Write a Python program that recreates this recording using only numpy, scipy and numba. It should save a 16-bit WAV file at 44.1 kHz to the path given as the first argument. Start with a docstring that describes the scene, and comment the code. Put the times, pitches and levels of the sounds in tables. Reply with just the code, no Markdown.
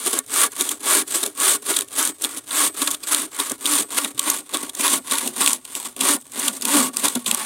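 """Bow saw in a log

A bow saw cuts through a log in quick push-pull strokes, with the faint air of the woods around it.
The pressure of the teeth, roughened by snapping fibres, hisses in the steel blade, rasps in the wood
and drives a boom of the log whose pitch sinks overall as the cut deepens. Snags and splinters add short
bursts and clicks. In firm, fast strokes part of the boom turns into a low note; soft knocks come from the log."""
import sys
import numpy as np
from scipy import signal
from scipy.fft import rfft, irfft
from scipy.io import wavfile
from scipy.ndimage import uniform_filter1d, minimum_filter1d
from numba import njit

SR = 44100
rng = np.random.default_rng(int(sys.argv[2]) if len(sys.argv) > 2 else 0)


def int16_out(signal):
    """Quantize to a 16-bit WAV file."""
    q = np.round(np.clip(np.atleast_2d(signal).T, -1, 1) * 32767)
    wavfile.write(sys.argv[1], SR, q.astype(np.int16))


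N = 328545


def undb(db):
    """Decibels to gain."""
    return 10 ** (np.asarray(db) / 20)


def unit(x):
    """Scale to rms 1."""
    return x / np.sqrt(np.mean(x ** 2))


def curves(table):
    """Join the rows of a table by straight lines: each column after the time, one value a sample."""
    seconds, *columns = np.transpose(table)
    return [np.interp(np.arange(N) / SR, seconds, column) for column in columns]


def response(points, size=2048):
    """Causal (minimum-phase) impulse response with the given (Hz, dB) spectrum."""
    hz, db = np.transpose(points)
    bin_hz = np.arange(size // 2 + 1) * SR / size
    log_gain = np.log(undb(np.interp(np.log(bin_hz + 1), np.log(hz), db)))
    # folding the cepstrum onto positive times makes the response causal
    cepstrum = irfft(log_gain)
    cepstrum[1:size // 2] *= 2
    cepstrum[size // 2 + 1:] = 0
    return irfft(np.exp(rfft(cepstrum)))


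def through(force, impulse):
    """Play a force through an impulse response scaled to unit energy."""
    return signal.fftconvolve(force, impulse / np.linalg.norm(impulse))[:N]


@njit
def resonance(x, hz, width):
    """Band-pass with a moving centre, gain 1 at the centre."""
    y, band_state, low_state = np.empty(len(x)), 0., 0.
    for i in range(len(x)):
        g, damping = np.tan(np.pi * hz[i] / SR), width / hz[i]
        v = (band_state + g * (x[i] - low_state)) / (1 + g * (g + damping))
        band_state = 2 * v - band_state
        low_state += 2 * g * v
        y[i] = damping * v
    return y


def band(x, hz, width):
    """A resonance that leaves white noise at rms 1."""
    return resonance(x, hz, float(width)) * np.sqrt(SR / (np.pi * width))


def walk(rate):
    """Random levels held 1 / rate s and smoothed twice; spread near 1."""
    hold = int(SR / rate)
    held = np.repeat(rng.standard_normal(2000), hold)[:N]
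    return 1.3 * uniform_filter1d(uniform_filter1d(held, hold), hold)


# Colour of the faint air in the woods. Each row: frequency in Hz, relative level in dB.
AIR_SPECTRUM = [(25, -5), (70, -1), (120, 8), (300, -9.5), (1000, -8), (3000, -22), (9000, -13),
                (16000, -19)]


def woods_air():
    """Steady noise, shaped to the spectrum of the air in the woods."""
    return undb(-62.0) * through(rng.standard_normal(N), response(AIR_SPECTRUM))


# The log rocks against the stump. Each row: start in seconds, peak level in dB, pitch in Hz.
BUMPS = [(.255, -53.5, 110), (3.51, -47, 129), (4.141, -47, 123), (4.29, -56, 40.03), (5.285, -50, 143),
         (7.157, -40, 145.9), (7.305, -53, 45)]


def bumps(swell_s=0.011):
    """Soft, deep knocks as the log rocks on the stump: sine tones that swell and die away."""
    t, out = np.arange(N) / SR, np.zeros(N)
    for start, db, hz in BUMPS:
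        age = np.maximum(t - start, 0)
        envelope = age / swell_s * np.exp(1 - age / swell_s)
        out += undb(db) * envelope * np.sin(2 * np.pi * hz * age)
    return out


# Strokes, a light return and a heavy cut by turns. Each row: start in seconds, length in seconds,
# basic gain from start to end in dB, then mid-stroke force levels in dB for blade, wood and log.
STROKES = [(-0.035, 0.25, 2, -26, -38.5, -39.0), (0.25, 0.25, 18, -18.0, -28.5, -36),
           (0.5, 0.28, 5.5, -27.5, -39.5, -41), (0.775, 0.28, 11.5, -16, -26, -31.0),
           (1.061, 0.265, -9, -26, -40, -41), (1.328, 0.27, 9, -16.0, -27, -33.5),
           (1.612, 0.24, 2, -24.5, -38.5, -39.5), (1.87, 0.27, 13.5, -22.0, -32, -39.5),
           (2.159, 0.24, 28, -36.5, -45.5, -52.5), (2.429, 0.29, 22.5, -18.5, -29, -36),
           (2.735, 0.24, -9, -27.5, -39, -39), (2.979, 0.32, 10.5, -24.5, -33, -38),
           (3.299, 0.27, 5, -28.5, -37.5, -43.5), (3.556, 0.309, 21, -19.5, -29.5, -34),
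           (3.882, 0.27, -12, -27, -37.5, -38), (4.125, 0.32, 8.5, -25, -33.5, -38),
           (4.451, 0.27, 10, -33.5, -41, -43.5), (4.702, 0.32, 13.5, -20.5, -31.5, -33.5),
           (5.035, 0.3, 1, -25.5, -35, -38.5), (5.307, 0.3, -4, -20.5, -30.5, -34.5),
           (5.634, 0.3, 8, -34.5, -46, -48.5), (5.944, 0.25, 10.5, -17.5, -26, -25.5),
           (6.306, 0.22, 15, -26, -34.0, -36.5), (6.576, 0.35, 6, -18, -25.5, -28),
           (6.923, 0.38, -18.5, -30.5, -41, -40), (7.225, 0.39, -17, -28.5, -35, -43)]
# The arm slows overall as the cut deepens. Each row: time in seconds, tooth spacings a second at mid-stroke.
PACE = [(.4, 390), (.95, 372), (1.5, 378), (2.05, 312), (3.8, 299), (4.9, 292), (7.45, 292)]


def motion():
    """Speed of the blade (0-1) and its travel in tooth spacings; it is fastest at mid-stroke."""
    turns = [stroke[0] for stroke in STROKES] + [STROKES[-1][0] + STROKES[-1][1]]
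    stroke_count = np.interp(np.arange(N) / SR, turns, np.arange(len(turns)))
    speed = np.abs(np.sin(np.pi * stroke_count))
    return speed, np.cumsum(speed * curves(PACE)[0] / SR)


# Loudness grows as a power of the blade's speed. One row for a return, one for a cut:
# exponents (no unit) for blade, wood and log.
SPEED_POWER = [(1.0, .95, 0.52), (1.73, 2.07, 1.0)]
# Extra gain from start to end of a stroke. One row for a return, one for a cut: dB for blade, wood and log.
LATE_DB = [(-5, -7, 3.9), (5.5, -0.8, 1.5)]
# The blade binds in the cut and is forced through. Each row: peak time in seconds, half length in seconds
# (before the rise and fall factors), then force levels in dB for blade, wood and log.
JAMS = [(0.072, 0.015, -17.5, -30.0, -27), (0.137, 0.0094, -17.5, -28.5, -28),
        (0.169, 0.029, -24.5, -34.5, -35), (0.432, 0.024, -18.5, -27, -46),
        (0.607, 0.02, -22, -33.0, -30.5), (0.717, 0.012, -27, -34.5, -53),
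        (1.157, 0.016, -16.5, -30, -25.5), (1.237, 0.013, -25, -34.5, -28.5),
        (1.264, 0.02, -28.0, -45, -32), (1.705, 0.017, -17.5, -27.5, -24), (1.821, 0.009, -30, -55, -44),
        (1.996, 0.021, -18.5, -31.5, -27), (2.246, 0.032, -27, -39.5, -34.5), (2.38, 0.015, -27, -46, -39),
        (2.823, 0.011, -18.5, -29.0, -27.5), (2.88, 0.0083, -19.5, -30, -39),
        (2.936, 0.027, -28, -41, -48.0), (3.082, 0.022, -27, -42, -53), (3.129, 0.016, -16, -26, -37),
        (3.404, 0.018, -21.5, -30, -30), (3.516, 0.01, -38, -41.0, -28), (3.654, 0.015, -32, -35, -38),
        (3.981, 0.0099, -16.5, -23, -30), (4.054, 0.0095, -27, -30, -27.5), (4.281, 0.016, -26, -30, -30.5),
        (4.548, 0.017, -26, -31.5, -25), (4.632, 0.0064, -25.5, -38, -29), (4.799, 0.016, -24, -35, -31),
        (4.854, 0.025, -20.5, -22.0, -45), (4.935, 0.024, -18.5, -29, -28.0), (5.128, 0.022, -20, -26, -33),
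        (5.27, 0.028, -29.5, -50, -28.5), (5.416, 0.016, -19, -25, -28.5), (5.769, 0.016, -27, -41.5, -37),
        (5.86, 0.021, -28, -37, -41), (6.376, 0.026, -39, -40, -35.0), (6.462, 0.016, -21.0, -33, -39.0),
        (6.555, 0.028, -28, -42, -35), (6.777, 0.044, -22, -30.0, -16.5), (7.054, 0.023, -18, -24.5, -23),
        (7.164, 0.012, -42, -33.5, -21.5), (7.28, 0.022, -22, -35.5, -32), (7.327, 0.013, -35, -46, -31)]
JAM_RISE, JAM_FALL = 1, 0.88  # a jam builds slower than it clears (in half lengths)
RESTING_DB = (-48.5, -60.5, -56)  # blade, wood and log while the saw turns round
CEILING_DB = (-17.5, -13)  # soft limit on the strokes of wood and log: fully sunk teeth grow no louder
# Near the end of a cut the arm lifts: where and how quickly (shares of the stroke), change of blade hiss (dB)
LET_GO_AT, LET_GO_SPAN, LET_GO_DB = 0.905, 0.013, -15.5
WAVER_DB, WAVER_HZ = (0.56, 0.63, 0.4), 60.6  # uneven grain sways blade, wood and log


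def bite():
    """Force levels (dB) of blade, wood and log: strokes swell and fade with speed, jams add short surges."""
    t = np.arange(N) / SR
    power = np.outer(undb(RESTING_DB) ** 2, np.ones(N))
    for k, (start, length, lean_db, *levels_db) in enumerate(STROKES):
        is_cut = k % 2
        near = slice(*np.searchsorted(t, [start, start + length]))
        progress = (t[near] - start) / length
        swell = np.abs(np.sin(np.pi * progress)) ** np.array(SPEED_POWER[is_cut])[:, None]
        lean = undb(np.outer(lean_db + np.array(LATE_DB[is_cut]), progress - .5))
        if is_cut:
            lifted = (1 + np.tanh((progress - LET_GO_AT) / LET_GO_SPAN)) / 2
            swell[0] *= undb(LET_GO_DB * lifted)
        power[:, near] += (undb(levels_db)[:, None] * swell * lean) ** 2
    power[1:] /= np.hypot(1, power[1:] / undb(CEILING_DB)[:, None] ** 2)
    for peak, half, *levels_db in JAMS:
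        near = slice(*np.searchsorted(t, [peak - .08, peak + .08]))
        age = (t[near] - peak) / half
        surge = np.exp(-(age / np.where(age < 0, JAM_RISE, JAM_FALL)) ** 2)
        power[:, near] += np.outer(undb(levels_db), surge) ** 2
    return [10 * np.log10(p) + waver_db * walk(WAVER_HZ) for p, waver_db in zip(power, WAVER_DB)]


def seating(blade_db, hold_s=0.064):
    """How well the blade sits in the cut (0-1): a loud cut sinks many teeth, which stay in their groove a while."""
    half = int(hold_s * SR / 2)
    sunk = np.clip((blade_db + 29.5) / 10, 0, 1)
    # the highest value over the last hold_s seconds
    return -minimum_filter1d(-sunk, 2 * half + 1, origin=half)


def teeth(travel, seated, scatter_db=3.0, seated_scatter_db=2.0, grip=0.18, drag=0.45,
          seated_drag=3.2, uneven=.4):
    """Pressure of the teeth: a light blade skips from tooth to tooth, a well seated one cuts evenly."""
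    chance = rng.standard_normal(size=(4000, 2))
    contacts = np.cumsum(np.exp(uneven * chance[:, 0]))
    # whole part: which tooth; remainder: how far the blade is on the way to the next
    tooth, phase = np.divmod(np.interp(travel, contacts, np.arange(len(contacts))), 1)
    spread_db = scatter_db + seated * (seated_scatter_db - scatter_db)
    size = undb(spread_db * chance[tooth.astype(int), 1])
    pressure = size * (drag + seated * seated_drag + np.exp(-phase / grip))
    # the arm keeps the mean load steady, however the teeth share it
    return pressure / np.sqrt(uniform_filter1d(pressure ** 2, size=1500))


def fibres(spread_db):
    """Dense snaps of wood fibres: most are tiny, a few large."""
    size_db = np.minimum(rng.exponential(size=N), 5) * spread_db
    return unit(rng.standard_normal(N) * undb(size_db))


def splinters(per_second=110):
    """Sparse, coarse fibres that part with a single click."""
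    happens = rng.random(N) < per_second / SR
    size_db = 2 * np.clip(rng.standard_normal(N), -2, 2)
    return happens * np.sign(rng.standard_normal(N)) * undb(size_db)


# A single tooth catches and tears free. Each row: time in seconds, force level in dB,
# length scale in seconds (at least 0.001 is used), force on the wood relative to the blade in dB,
# pitch of the crack in Hz.
SNAGS = [(0.1894, -12.5, 0.0028, -22, 4050), (.264, -38, .0025, -21, 3960), (.34, -18.5, 0.0046, -27, 4050),
         (0.52, -31, 0.0032, -18, 4910), (0.61, -13, 0.002, -12, 3550), (0.622, -18, 0.0022, -20, 3790),
         (0.6917, -15.5, 0.0036, -15, 3190), (0.715, -22, 0.0073, -16, 3700),
         (0.901, -19, .0036, -10, 3560), (0.913, -27, .003, -8, 3140), (1.08, -26, .0017, -21, 4350),
         (1.232, -15.5, 0.0017, -13, 3640), (1.237, -15.5, 0.0028, -11.5, 3830),
         (1.263, -19.5, 0.0035, -12, 3880), (1.402, -19, .004, -16, 3440), (1.422, -21, 0.0046, -21, 3880),
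         (1.74, -28, .003, 0.5, 3570), (1.767, -13, 0.0052, -10.5, 3720), (1.789, -18, 0.0032, -9, 3490),
         (1.809, -16.5, 0.0015, -7.5, 3790), (1.82, -29.5, 0.0017, 3, 3650),
         (1.8853, -36.5, 0.0027, -10, 2630), (2.028, -11.5, 0.001, -23, 4950),
         (2.0517, -15, .0015, -15, 3470), (2.075, -12, 0.0013, -15, 3360), (2.221, -21, 0.004, -15, 5170),
         (2.2412, -14.5, 0.0014, -10, 3570), (2.248, -19, 0.0035, -3.3, 3480),
         (2.5096, -24.5, 0.0017, 1.5, 3930), (2.675, -20, 0.0032, -7, 3550), (2.819, -18, .003, -3.5, 3434),
         (2.8754, -19, 0.0036, -1, 3680), (2.906, -20, 0.0014, -11.5, 3490),
         (2.9124, -18, .0066, -14, 3450), (2.946, -25.5, 0.005, -5, 3530),
         (3.0357, -30, 0.0075, -3.5, 4950), (3.123, -16, 0.0042, -28, 3955),
         (3.147, -10, 0.0021, -9.5, 3790), (3.4, -17, 0.0033, -6, 3800), (3.498, -20, 0.0034, -12, 3450),
         (3.518, -19.5, .002, -19, 3500), (3.6572, -16.5, 0.0021, 0, 3100),
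         (3.6635, -18, 0.0037, -10, 3600), (3.986, -20, 0.0037, -9, 2840),
         (4.047, -18.5, 0.0026, -3.5, 3470), (4.18, -29.5, .004, -3.5, 3520),
         (4.1942, -11.5, 0.0029, -9, 3040), (4.301, -11, .0033, -20, 3660), (4.543, -25, 0.014, -4, 3630),
         (4.571, -18.5, 0.0017, -11.5, 3380), (4.6956, -31.5, 0.0069, -7.5, 3470),
         (4.7507, -23, 0.0025, -16, 3720), (4.809, -18.5, 0.0059, -9.5, 2440),
         (4.88, -16.5, 0.00095, 1.5, 3400), (5.1116, -17, .0018, -7.5, 3525),
         (5.156, -21, 0.0028, -8, 3860), (5.184, -14, 0.0019, -8, 3380), (5.276, -17, 0.0031, -7.5, 2630),
         (5.42, -13, 0.0022, -5, 3940), (5.462, -10, .0015, -7.5, 2840), (5.476, -15.5, 0.0015, -1, 2930),
         (5.4818, -12, 0.00097, -16, 4010), (5.496, -17, 0.0019, -11, 3470),
         (5.5066, -17.5, 0.0011, -3.5, 2970), (5.532, -14.5, .0028, -14, 3280),
         (5.6521, -30, 0.0034, -8.5, 3140), (5.7524, -18, .0017, -10, 2803),
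         (5.801, -20.5, 0.001, -9, 3830), (5.965, -30.5, 0.0021, -8, 2700), (6.213, -35, .002, -25, 4500),
         (6.268, -39, .002, -14, 4500), (6.0096, -17.5, 0.0057, -7, 2580), (6.32, -31, 0.0033, -15, 4790),
         (6.395, -22.5, 0.0089, -22, 3500), (6.4812, -15.5, 0.0056, -8, 3098),
         (6.612, -23, 0.0015, -13, 3530), (6.6228, -22, 0.0045, -3.5, 5100),
         (6.6534, -14, 0.0031, -8.5, 2750), (6.97, -13.5, 0.0015, -11.5, 4902),
         (7.054, -19, 0.009, -7.5, 3470), (7.0833, -14.5, 0.0034, -10, 3830),
         (7.154, -21.5, .0054, -10, 3380), (7.263, -23, 0.0042, -1, 3260),
         (7.313, -10.5, 0.0022, -7.5, 2660), (7.347, -9, 0.00092, -17, 2955)]


def snags(rise=0.31, fall=0.55):
    """Tearing bursts that swell and die within milliseconds: force on blade and wood, gliding crack pitch."""
    t, blade_force, wood_force = np.arange(N) / SR, np.zeros(N), np.zeros(N)
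    for time, db, length, crack_db, _ in SNAGS:
        near = slice(*np.searchsorted(t, [time - .03, time + .05]))
        age = (t[near] - time) / max(length, .001)
        rising = np.exp(np.minimum(-age / rise, 20))
        falling = np.exp(np.minimum(age / fall, 20))
        burst = undb(db) / (rising + falling) * 2
        blade_force[near] += burst
        wood_force[near] += burst * undb(crack_db)
    tearing = fibres(spread_db=3.5)
    return blade_force * tearing, wood_force * tearing, curves(SNAGS)[-1]


def growl(travel, overtone_db=-13, slope_db=-2.0):
    """Evenly spaced teeth shake the log once each: a low note that rises and falls with the stroke."""
    phase = 2 * np.pi * (travel + 0.018 * walk(90))
    note = undb(2.7 * walk(70)) * np.sin(phase)
    for k in range(2, 5):
        note += undb(overtone_db + slope_db * (k - 3) + walk(60)) * np.sin(k * phase)
    return np.sqrt(2) * note


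# Two bending resonances of the log, sinking overall as the cut deepens. Each row: time in seconds,
# lower pitch in Hz, upper pitch in Hz, upper level relative to the lower in dB.
LOG_MODES = [(0, 270, 426, -0.5), (1.05, 300, 393, -5.5), (1.7, 290, 404, 4), (2.1, 302, 391, -6),
             (4.2, 295.5, 390, -6.5), (5.3, 265.5, 349, -9), (6.7, 264, 366, -13),
             (7.45, 235.5, 363.5, -10.5)]
# Colour of the log's dull thud. Each row: frequency in Hz, relative level in dB.
THUD_SPECTRUM = [(25, -38), (70, -24), (95, -21), (125, -6), (160, -41), (220, -7), (300, 6.5), (400, -0.5),
                 (550, 3), (800, -2), (2000, -36)]


def log(force, width_hz=42.6, upper_width_hz=48.0, skirt_hz=198.0, after_width_hz=26):
    """The log booms at two bending resonances over a dull thud; narrower ones ring on after the teeth."""
    lower_hz, upper_hz, upper_db = curves(LOG_MODES)
    # a second, wider resonance trims the skirts of each
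    lower = resonance(band(force, lower_hz, width_hz), lower_hz, float(skirt_hz))
    upper = resonance(band(force, upper_hz, upper_width_hz), upper_hz, float(skirt_hz))
    boom = (lower + undb(upper_db) * upper) / np.hypot(1, undb(upper_db))
    after = band(force, lower_hz, after_width_hz) + undb(upper_db) * band(force, upper_hz, after_width_hz)
    thud = through(force, response(THUD_SPECTRUM))
    return undb(-2.0) * boom + undb(-14) * after + undb(-7.5) * thud


# Higher resonances of the log. Each row: pitch in Hz (before drift), width in Hz,
# relative level in dB while the cut is shallow, relative level in dB once it is deep.
WOOD_MODES = [(524, 39, -5, -4.5), (621, 30, 0, -5), (886, 84, -25, 5.5), (897, 52, -17, 8.5),
              (977, 146, 1, 1.5), (1126.4, 39.7, 11, 11.5), (1285, 45, 1.5, -8), (1414, 38.5, 7.5, 5.5),
              (1676, 56, -0.5, -8), (1825, 23, 2.5, 1.5), (1990, 74, -8, -11), (2264, 39, 5, 2),
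              (2816, 280, -16, -9.5), (3133, 50, -0.5, -18), (3390, 380, -9, -10)]
# Colours of the steady rasp and of the snags' crack. Each row: frequency in Hz, relative level in dB.
RASP_SPECTRUM = [(120, -55), (220, -13.5), (400, 2), (600, -18.5), (760, -5), (1000, 2.5), (1700, 0.5),
                 (2400, 4), (3200, -4.5), (4500, -3), (8000, -18.5)]
CRACK_SPECTRUM = [(200, -52), (1000, -13), (2000, -6.5), (2600, 0.5), (3100, -1.5), (3500, 3), (4000, 2.5),
                  (4900, -1), (5600, -18), (9000, -23)]
DEEPENING_S = (3.28, 4.473)  # the cut passes the heart of the log (start and end in seconds)


def wood(cutting, snagging, crack_hz, crack_width_hz=630.0, drift=0.013):
    """The cut rasps with hollow log resonances that shift with the point of contact; snags crack."""
    depth = np.interp(np.arange(N) / SR, DEEPENING_S, (0, 1))
    force = cutting + undb(-9.5) * snagging
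    hollow = np.zeros(N)
    for k, (hz, width, shallow_db, deep_db) in enumerate(WOOD_MODES):
        contact_db = 1.5 * walk(28)
        # neighbouring resonances have opposite signs
        gain = (-1) ** k * undb(shallow_db + depth * (deep_db - shallow_db) + contact_db)
        hollow += gain * resonance(force, hz * (1 + drift * walk(18)), float(width))
    rasp = through(cutting, response(RASP_SPECTRUM))
    crack = through(snagging, response(CRACK_SPECTRUM))
    pitched_crack = resonance(crack, crack_hz, float(crack_width_hz))
    return undb(-1.5) * rasp + undb(12.5) * hollow + undb(-2) * crack + undb(6.0) * pitched_crack


# Ringing of the taut blade. Each row: pitch in Hz, relative level in dB, time to fall by 60 dB in seconds.
BLADE_MODES = [(8080, -3, .33), (8210, 0, .33), (8387, -6, .3), (8855, -5, .12), (9010, -5, .1),
               (13701, -11, .35), (14416, -20, .3)]
# The blade is let go at the end of a cutting stroke and rings. 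Each row: time in seconds, pluck level in dB.
RELEASES = [(.475, -53), (1.02, -44), (1.57, -47), (2.111, -42), (2.683, -36), (3.255, -51), (3.832, -38),
            (4.398, -54), (4.985, -41), (6.18, -44), (6.871, -45)]
# Colours of the blade's hiss and of its snags. Each row: frequency in Hz, relative level in dB.
HISS_SPECTRUM = [(1500, -41), (2400, -13.5), (3000, -8.5), (3500, -5.5), (4300, -9.5), (5300, -12),
                 (6500, -6.5), (7800, -2), (9000, -0.5), (9900, -3), (11000, -5.5), (12500, -9),
                 (14000, -12.5), (16000, -18)]
SNAP_SPECTRUM = [(2500, -11), (4500, -31), (5400, -2), (6500, 4), (8000, 7.5), (9200, 9.5), (10500, 1),
                 (13000, -0.5), (16000, -13)]


def blade(cutting, snagging, zing_hz=9160.0, zing_width_hz=1190.0, wander=0.058):
    """The steel strip hisses, zings at a pitch that wanders as it flexes, and rings on through the turns."""
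    t = np.arange(SR // 2) / SR
    ring = sum(undb(db - 60 * t / t60) * np.sin(2 * np.pi * hz * t) for hz, db, t60 in BLADE_MODES)
    centre = zing_hz * (1 + wander * walk(45))
    zing = resonance(cutting, centre, float(zing_width_hz))
    zing = resonance(zing, centre, float(zing_width_hz))
    hiss = through(cutting, response(HISS_SPECTRUM))
    snap = through(snagging, response(SNAP_SPECTRUM))
    plucks = np.zeros(N)
    for time, db in RELEASES:
        plucks[int(time * SR)] = undb(db)
    driven_ring = undb(-29) * through(cutting + snagging, ring)
    plucked_ring = signal.fftconvolve(plucks, ring)[:N]
    return undb(-1.5) * hiss + undb(1.5) * snap + undb(5.0) * zing + driven_ring + plucked_ring


def scene():
    """One stroke motion drives blade, wood and log over the faint air of the woods."""
    blade_db, wood_db, log_db = bite()
    speed, travel = motion()
    seated = seating(blade_db)
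    pressure = teeth(travel, seated)
    blade_snags, wood_snags, crack_hz = snags()
    splintering = undb(wood_db + 8.5) * (1 - seated / 2) * splinters()
    blade_cutting = undb(blade_db) * pressure * fibres(spread_db=0.9)
    wood_cutting = undb(wood_db) * pressure * fibres(spread_db=3.0)
    # splinters push harder on the blade than on the wood
    saw = blade(blade_cutting, blade_snags + undb(4.5) * splintering)
    saw += wood(wood_cutting, wood_snags + splintering, crack_hz)
    # towards full speed seated teeth fall into step and up to 0.85 of the boom's power becomes a note
    steady = 0.85 * seated * speed ** 4
    saw += log(undb(log_db) * np.sqrt(1 - steady) * pressure * fibres(spread_db=1.5))
    saw += undb(log_db - 2.5) * np.sqrt(steady) * growl(travel)
    # so slim a log radiates little bass
    saw = signal.sosfilt(signal.butter(3, 165, "high", fs=SR, output="sos"), saw)
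    return np.tile(saw + bumps() + woods_air(), (2, 1))  # the same sound in both channels


def record(dry):
    """A microphone that clips any peak beyond full scale, then cuts the treble above 15850 Hz."""
    low_pass = signal.ellip(10, .2, 80, 15850, fs=SR, output="sos")
    return signal.sosfilt(low_pass, np.clip(dry, -1, 1))


dry = scene()
out = record(dry)
int16_out(out)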